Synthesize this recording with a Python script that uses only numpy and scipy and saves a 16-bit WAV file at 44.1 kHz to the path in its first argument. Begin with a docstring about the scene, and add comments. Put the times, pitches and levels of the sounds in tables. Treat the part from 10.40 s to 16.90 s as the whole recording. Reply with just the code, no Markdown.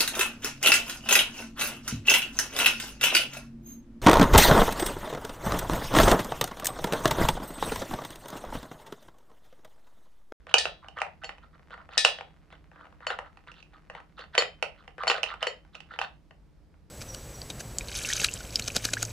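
"""A small dog eats dry kibble from a steel bowl set in a stand, in a room with a hard floor.
From the start: rumble, hiss and drone of filtered noise, and faint jaw ticks until 5.5 s.
From 0.07 s: teeth and pellets knock (band-passed contacts); the tongue smacks and stirs (resonant ticks).
From 0.14 s: square hits ring the bowl (decaying sines). At 0.18 s and twice near 1.6 s: a loose piece of
metal, probably a collar tag, clanks on it (crack, decaying sines, buzz). The room reflects all eating sounds."""
import sys
import numpy as np
from scipy import signal
from scipy.io import wavfile

SR = 44100
rng = np.random.default_rng(int(sys.argv[2]) if len(sys.argv) > 2 else 0)


def to_wav(sig):
    """Store sig (one row per channel, or 1-D mono) as 16-bit WAV at the path in sys.argv[1].

    Samples outside -1..1 are clipped; the rate is SR.
    """
    pcm = np.clip(np.atleast_2d(sig), -1, 1) * 32767
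    pcm = np.round(pcm).astype(np.int16)
    wavfile.write(sys.argv[1], SR, pcm.T)  # frames by channels


N = 286650

# room tone spectrum, relative: centre_hz, density_db [dB per Hz]
ROOM_TONE_SPECTRUM = [(12, -40), (20, -10), (64, 3), (103, -20), (151, -15), (511, -39), (3000, -58),
                      (4700, -43), (6600, -62), (9500, -57), (13000, -72), (15000, -75)]
# left-right correlation of the room tone: centre_hz, correlation [-1..1]
ROOM_TONE_LIKENESS = [(30, 0.22), (70, 0.53), (150, 0.51), (400, 0.5), (1500, 0.18), (8000, 0.085)]
# swell of the lowest rumble, only its shape about the mean is used: time_s, level_db
RUMBLE_SWELL = [(0.0, -59.5), (1.41, -65.5), (2.79, -61.5), (3.31, -65), (6.06, -63.5), (6.5, -60.5)]
# low drone of the room: centre_hz, width_hz, level_db
DRONE_BANDS = [(49.6, 4, -66.5), (72.5, 9.5, -66.5), (154.3, 31, -63.5), (292, 6.7, -74)]
# steel bowl modes: pitch_hz, relative_db, t60_s
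BOWL_MODES = [(475, -17, .18), (632, -12, .2), (739, -14, .2), (1290, -16, .17), (1545, -15, .17),
              (1952, -9, .24), (2466, -14, .15), (2772, -11, .15), (3086, 0, .19), (3420, -16, .15),
              (3790, -11, .2), (3973, -17, .14), (4413, 1, .16), (4445, -3, .09), (4560, -14, .13),
              (5039, -11, .2), (5157, -16, .2), (5868, -17, .19), (6150, -23, .15), (7072, -11, .19),
              (7480, -17, .14), (7677, -19, .18), (9810, -23, .11)]
# room decay: centre_hz, t60_s
ROOM_DECAY = [(300, 0.19), (600, 0.24), (1400, 0.22), (3000, 0.26), (6000, 0.17), (12000, 0.18)]
# reverberation over direct sound: centre_hz, level_db
ROOM_LEVEL = [(300, -5), (450, 1), (750, -2), (1400, -5), (3000, -6.5), (6000, -6), (12000, -9)]
# teeth and pellets on the bowl: start_s, strength_db [relative], hardness_db [treble over bass]
KNOCKS = [(0.0684, -43.5, -12.5), (0.1405, -16, 11.5), (0.1822, -37.5, 7), (0.2544, -26.5, 1),
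          (0.268, -36, -14), (0.4842, -45.5, 4.5), (0.586, -42.5, 1.5), (0.6026, -54, 16),
          (0.6169, -23.5, -3.5), (0.6654, -40.5, -22), (0.8361, -39.5, -1), (0.8435, -41.5, 6.5),
          (0.892, -35.5, -2.5), (0.982, -53.5, -0.5), (1.1944, -54, -17), (1.4902, -46, -10),
          (1.534, -62.5, 19.5), (1.573, -34, -8), (1.5779, -31.5, 7.5), (1.6484, -17.5, 10.5),
          (1.786, -40, -0.5), (1.8091, -35.5, -10.5), (2.1262, -46, -15), (2.41, -50, -18),
          (2.4541, -49.5, -14), (2.5257, -53.5, -13), (2.6674, -28.5, 1), (2.7029, -27, -7),
          (2.7884, -31.5, -7.5), (2.972, -51, -2.5), (3.1166, -56, 12), (3.2032, -69, 18),
          (3.2263, -61, 16), (3.499, -39.5, -4.5), (3.5504, -38.5, -14), (3.7925, -41.5, -1.5),
          (3.9516, -29.5, 1), (3.9785, -16, -2), (4.0225, -26.5, -1), (4.2257, -24.5, 3.5),
          (4.4776, -44, -2), (4.6353, -29, -11.5), (4.6701, -25.5, -4), (4.6772, -26, -0.5),
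          (4.699, -20.5, 4.5), (4.7807, -36, -9), (4.8312, -30, 11), (4.838, -37.5, 13),
          (5.0276, -27.5, 4.5), (5.069, -24.5, -1), (5.3512, -51, 13.5), (5.4037, -51, 11),
          (5.5888, -29.5, 2.5), (5.6142, -27, -1.5), (5.9086, -51, -5), (6.3406, -62, -10)]
# registers of a knock, thud to snap: low_hz, high_hz, crumble_t60_s, relative_db,
# hardness_share [dB per dB of hardness], pan_db [left over right]
KNOCK_REGISTERS = [(470, 1000, 0.013, 0.32, 0, 1.5), (1250, 2000, 0.0065, -1, 0.035, 2.5),
                   (2530, 3000, .011, -0.5, 0.92, -9.5), (3360, 6000, 0.025, -13.5, 1.0, 11),
                   (7400, 8800, 0.0054, -24, .5, 3)]
# tongue strokes: start_s, length_s, smack_db [relative], rustle_db [relative to smack]
TONGUE_STROKES = [(0.074, .06, -50, -2.5), (0.415, .073, -54, -19), (0.554, .058, -41, -19),
                  (0.812, .044, -49.5, -18), (1.021, .03, -57.5, -12.5), (1.124, .036, -60, -13.5),
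                  (1.297, .06, -47.5, -13), (1.351, .078, -53.5, -16.5), (1.493, .1, -52, -5),
                  (2.099, .062, -59.5, -4.5), (2.3, .19, -58, -16.5), (2.602, .07, -52, -17.5),
                  (2.68, .075, -39.5, -8), (2.8, .1, -55.5, -19), (3.069, .045, -49, -10.5),
                  (3.132, .09, -64.5, 3), (3.314, .064, -60.5, -10), (3.523, .09, -51.5, -11),
                  (3.758, .096, -49.5, -5), (3.926, .06, -44.5, -8), (3.993, .03, -36, 1),
                  (4.361, .068, -59.5, -7.5), (4.577, .085, -39, -14.5), (4.698, .02, -27.5, -2.5),
                  (4.735, .06, -37, -8.5), (4.861, .09, -42.5, -7.5), (4.993, .075, -41.5, -9),
                  (5.324, .053, -56.5, -3), (5.485, .1, -48.5, -10.5), (5.594, .07, -43, -3.5)]
# square hits on the bowl wall: start_s, strength_db [relative]
BOWL_HITS = [(0.1412, -45.5), (0.8435, -40.5), (1.6487, -31.5), (2.6674, -35), (3.9785, -18),
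             (4.6779, -23.5), (4.6985, -32.5), (5.069, -34.5), (5.3513, -60), (5.6142, -52.5)]
# collar tag against the bowl: start_s, strength_db [relative]
TAG_HITS = [(0.183, -28.5), (1.5777, -23), (1.65, -31)]
# collar tag modes: pitch_hz, relative_db, t60_s
TAG_MODES = [(1760, -4, .28), (1885, -5, .3), (2062, -17, .25), (2272, -13, .3), (2507, -2, .17),
             (2790, -9, .17), (3128, -14, .22), (3499, -14, .3), (3651, -4, .24), (3715, -6, .2),
             (3838, -8, .22), (4037, -10, .2), (4242, -15, .22), (4885, -5, .26), (5308, -7, .17),
             (5450, -9, .15), (6062, -14, .25), (6998, -14, .2), (8190, -12, .17), (8269, -10, .18),
             (8565, -17, .17), (9523, -21, .14), (10170, -20, .2)]


def from_db(db):
    """Decibels to amplitude."""
    return 10 ** (np.asarray(db) / 20)


def rms_one(x):
    """Scales to unit rms."""
    return x / np.sqrt(np.mean(x ** 2) + 1e-20)


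def at_hz(points, hz):
    """Reads a table on a log-frequency axis."""
    points = np.array(points)
    return np.interp(np.log(hz), np.log(points[:, 0]), points[:, 1])


def butter(x, hz, kind, order=2):
    """Causal Butterworth filter."""
    hz = np.clip(hz, 10, SR / 2 - 500)
    return signal.sosfilt(signal.butter(order, hz, kind, fs=SR, output="sos"), x)


def panned(x, pan_db):
    """Sets left over right at constant power; mono becomes stereo."""
    return rms_one(from_db([[pan_db / 2], [-pan_db / 2]])) * x


def add(out, start_s, sound):
    """Mixes a sound in at a given time."""
    i = round(start_s * SR)
    out[..., i:i + sound.shape[-1]] += sound[..., :N - i]


def noise_bands(size, count=19):
    """Half-octave bands of noise, as (centre Hz, 2 unrelated channels x size); neighbours are unrelated."""
    white = rng.standard_normal((2, 2, size + SR // 2))
    edges_hz = 22 * 2 ** (np.arange(count + 1) / 2)
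    for k, (low_hz, high_hz) in enumerate(zip(edges_hz, edges_hz[1:])):
        band = butter(white[k % 2], [low_hz, high_hz], "band")
        yield np.sqrt(low_hz * high_hz), band[:, -size:]   # filter onset dropped


def correlated(mid, side, likeness):
    """Two noises to a stereo pair of given correlation."""
    return np.sqrt(1 + likeness) * mid + np.sqrt(1 - likeness) * side * [[1], [-1]]


def grains(size, per_s, spread_db):
    """Random tiny contacts of uneven strength and either sign."""
    strength = from_db(spread_db * np.minimum(rng.exponential(1, size), 3.5))
    return (rng.random(size) < per_s / SR) * strength * rng.choice([-1, 1], size)


def room_tone(level_db=-60, pan_db=-2.0, rumble_top_hz=90, swell_share=.8):
    """Low rumble that swells and sinks, under a faint even hiss: noise bands, partly alike left and right."""
    rumble_db = np.interp(np.arange(N) / SR, *np.transpose(RUMBLE_SWELL))
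    swell = from_db(swell_share * (rumble_db - rumble_db.mean()))
    out = 0
    for hz, (mid, side) in noise_bands(N):
        gain = from_db(at_hz(ROOM_TONE_SPECTRUM, hz)) * (swell if hz < rumble_top_hz else 1)
        out = out + gain * correlated(mid, side, at_hz(ROOM_TONE_LIKENESS, hz))
    return panned(from_db(level_db) * rms_one(out), pan_db)


def drone(apart=0.75, pan_db=-1.5):
    """Narrow bands of noise, largely alike left and right."""
    white = rng.standard_normal(N + SR) + apart * rng.standard_normal((2, N + SR))
    out = 0
    for hz, width_hz, db in DRONE_BANDS:
        band = butter(white, [hz - width_hz / 2, hz + width_hz / 2], "band", order=1)
        out = out + from_db(db) * rms_one(band[:, SR:])
    return panned(out, pan_db)


def chewing(end_s=5.5, level_db=-71.0):
    """Faint dull ticks of the jaws, band-passed grains, until the dog lifts its head."""
    ticks = butter(grains(N, per_s=120, spread_db=4), [550, 2100], "band")
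    return from_db(level_db) * rms_one(ticks) * (np.arange(N) < end_s * SR)


def mode_ring(modes, damped_db, damped_t60_s, contact_s=.0002):
    """One blow: modes of uneven strength, losing energy fast while the contact lasts, then ringing freely."""
    t = np.arange(SR // 2) / SR
    out = 0
    for hz, mode_db, t60_s in modes:
        strength = from_db(mode_db + rng.uniform(-0.24, 0.67, (2, 1)) - 60 * t / t60_s)
        skew_rad = rng.normal(0, 0.068) * np.array([[1], [-1]])   # small left-right phase offset per mode
        out = out + strength * np.sin(2 * np.pi * hz * t + skew_rad) * rng.choice([-1, 1])
    damped = from_db(damped_db - 60 * t / damped_t60_s)
    rise = 1 - np.exp(-t / contact_s)
    return out * (1 + damped) * rise


def bowl_colour(x, level_db=-20.5):
    """Contacts and mouth sounds in the bowl set its modes ringing a little, by convolution."""
    response = mode_ring(BOWL_MODES, damped_db=-0.5, damped_t60_s=0.041)
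    response *= np.sqrt(2) / np.linalg.norm(response)
    return from_db(level_db) * signal.fftconvolve(x, response, axes=1)[:, :N]


def room(x, likeness=0.24, alike_below_hz=450, build_s=0.0029):
    """Dense reflections from bowl, floor and walls build up within ms and die away by band."""
    t = np.arange(SR // 2) / SR
    build = 1 - np.exp(-(t / build_s) ** 2)
    response = 0
    for hz, (mid, side) in noise_bands(len(t)):
        # long waves arrive alike left and right
        alike = min(likeness + 1 / (1 + (hz / alike_below_hz) ** 2), .95)
        decay = from_db(-60 * t / at_hz(ROOM_DECAY, hz)) * build
        envelope = decay / np.linalg.norm(decay) * from_db(at_hz(ROOM_LEVEL, hz))
        response = response + correlated(mid, side, alike) / np.sqrt(2) * envelope
    return signal.fftconvolve(x, response, axes=1)[:, :N]


def stand_thump(mouth, level_db=-10, top_hz=340):
    """The stand adds a dull thump: the low end of the contacts and mouth sounds, in mono."""
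    return from_db(level_db) * butter(mouth.mean(axis=0), top_hz, "low")


def contact(register, crumble=1.8, level_db=-3.5, level_over_s=.008, rise_s=0.00023, pan_scatter_db=2.5):
    """A sharp contact and a few ms of crumbling in one register; no two are at quite the same spot."""
    low_hz, high_hz, t60_s, _, _, pan_db = register
    t = np.arange(SR // 32) / SR
    envelope = from_db(-60 * t / t60_s) * (1 - np.exp(-t / rise_s))
    force = grains(len(t), per_s=9000, spread_db=2.5) * envelope
    force *= crumble / np.linalg.norm(force)
    force[0] += 1   # the sharp contact
    sound = butter(force, [low_hz, high_hz], "band")
    sound *= from_db(level_db) * np.sqrt(level_over_s * SR) / np.linalg.norm(sound)
    return panned(sound, pan_db + pan_scatter_db * rng.standard_normal())


def knocks(events, top_hz=11300):
    """Every knock sounds every register; the harder the contact, the stronger the upper ones."""
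    out = np.zeros((2, N))
    for start_s, strength_db, hardness_db in events:
        sound = 0
        for register in KNOCK_REGISTERS:
            relative_db, hardness_share = register[3:5]
            gain = from_db(strength_db + relative_db + hardness_share * hardness_db)
            sound = sound + gain * contact(register)
        sound[1] = np.roll(sound[1], rng.integers(3))   # path to the right differs by spot: 0-2 samples
        add(out, start_s, sound)
    return butter(out, top_hz, "low", order=8)


def crackle(size, centre_hz, scatter, per_s, count=5):
    """Sparse ticks dealt to a few short resonances scattered around one pitch; rms 1."""
    offsets = np.linspace(-1, 1, count) + rng.normal(0, .2, count)
    out = 0
    for hz in centre_hz * np.exp(scatter * offsets):
        ticks = grains(size, per_s / count, spread_db=5)
        out = out + butter(ticks, [hz * .88, hz * 1.12], "band")
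    return rms_one(out)


def licks(wet_db=-5.5, squelch_db=-8, rustle_offset_db=-2.5, pan_db=-2.5):
    """Wet ticks resonate in the mouth, with a narrow squelch, while pellets rub; strokes swell and fade."""
    squelch_width_hz, taper = 200, 0.8
    out = np.zeros(N)
    for start_s, length_s, smack_db, rustle_db in TONGUE_STROKES:
        size = round(length_s * SR)
        mouth_hz = 1367 * np.exp(0.029 * rng.standard_normal())   # varies from stroke to stroke
        wet = crackle(size, mouth_hz, scatter=.27, per_s=800)
        rustle = crackle(size, 3500, scatter=0.12, per_s=1200)
        squelch_hz = [mouth_hz - squelch_width_hz / 2, mouth_hz + squelch_width_hz / 2]
        squelch = rms_one(butter(wet, squelch_hz, "band", order=1))   # narrow ring of the mouth cavity
        stroke = from_db(wet_db) * wet + from_db(squelch_db) * squelch
        stroke = stroke + from_db(rustle_db + rustle_offset_db) * rustle
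        envelope = rms_one(signal.windows.tukey(size, taper))
        add(out, start_s, from_db(smack_db) * stroke * envelope)
    return panned(out, pan_db)


def nudged_pellets(per_s=30, level_db=1.5, scatter_db=2.5, hardness_offset_db=2.5):
    """Each tongue stroke tips a few pellets over at random: small knocks that follow its force and rustle."""
    events = []
    for start_s, length_s, smack_db, rustle_db in TONGUE_STROKES:
        count = round(length_s * per_s)
        for s in start_s + length_s * (np.arange(count) + rng.random(count)) / count:
            strength_db = smack_db + level_db + scatter_db * rng.standard_normal()
            events.append((s, strength_db, rustle_db + hardness_offset_db))
    return events


def ringing(hits, modes, level_db, damped_db, damped_t60_s):
    """A piece of metal struck several times."""
    out = np.zeros((2, N))
    for start_s, strength_db in hits:
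        add(out, start_s, from_db(strength_db + level_db) * mode_ring(modes, damped_db, damped_t60_s))
    return out


def bowl_ring():
    """Square hits set the steel bowl's modes ringing."""
    return ringing(BOWL_HITS, BOWL_MODES, level_db=-6.5, damped_db=3.0, damped_t60_s=0.065)


def tag_cracks(level_db=9.5, top_hz=10000):
    """Metal lands on metal with a crack in one upper treble register alone."""
    out = np.zeros((2, N))
    for start_s, strength_db in TAG_HITS:
        add(out, start_s, from_db(strength_db + level_db) * contact(KNOCK_REGISTERS[-2]))
    return butter(out, top_hz, "low", order=6)


def tag_ring():
    """The tag's main modes ring at each landing."""
    return ringing(TAG_HITS, TAG_MODES, level_db=-3, damped_db=-4.5, damped_t60_s=0.034)


def tag_overtones(level_db=-13.0, low_hz=3300, high_hz=10400, count=48):
    """The tag's many weak overtones: thin, uneven lines, the higher ones fainter and shorter."""
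    fall_db_per_octave, low_t60_s, shortening = 7.5, 0.38, .8
    hz = np.geomspace(low_hz, high_hz, count) * np.exp(rng.normal(0, .01, count))
    db = 4 * rng.standard_normal(count) - fall_db_per_octave * np.log2(hz / low_hz)
    t60_s = low_t60_s * (low_hz / hz) ** shortening
    modes = np.transpose([hz, db, t60_s])
    return ringing(TAG_HITS, modes, level_db, damped_db=-7.5, damped_t60_s=0.026)


def tag_chatter(level_db=-5.0, t60_s=0.2):
    """The tag buzzes against the steel for a moment after it lands: dense grains, unrelated left and right."""
    out = np.zeros((2, N))
    t = np.arange(SR // 3) / SR
    for start_s, strength_db in TAG_HITS:
        contacts = np.array([grains(len(t), per_s=8400, spread_db=2.5) for side in range(2)])
        buzz = rms_one(butter(contacts, [2300, 5600], "band", order=1))
        add(out, start_s, buzz * from_db(strength_db + level_db - 60 * t / t60_s))
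    return butter(butter(out, 10200, "low", order=8), 1300, "high")


def scene(lowest_hz=420):
    """Eating sounds come from the bowl, which radiates little below its lowest resonance; the stand thumps."""
    mouth = knocks(KNOCKS + nudged_pellets()) + tag_cracks() + licks() + chewing()
    metal = panned(bowl_ring() + tag_ring() + tag_overtones(), pan_db=2.0)
    eating = mouth + bowl_colour(mouth) + metal + tag_chatter()
    eating[1] = np.roll(eating[1], 1)   # the left side is slightly nearer: right lags 1 sample
    direct = butter(eating, lowest_hz, "high", order=3)
    reflected = butter(room(eating), lowest_hz, "high", order=10)
    return direct + reflected + stand_thump(mouth) + room_tone() + drone()


def record(dry, stopband_hz=16300):
    """The loudest peaks are rounded, the top is cut."""
    rounded = np.tanh(dry)
    return signal.sosfilt(signal.cheby2(14, 60, stopband_hz, fs=SR, output="sos"), rounded)


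dry = scene()
out = record(dry)
to_wav(out)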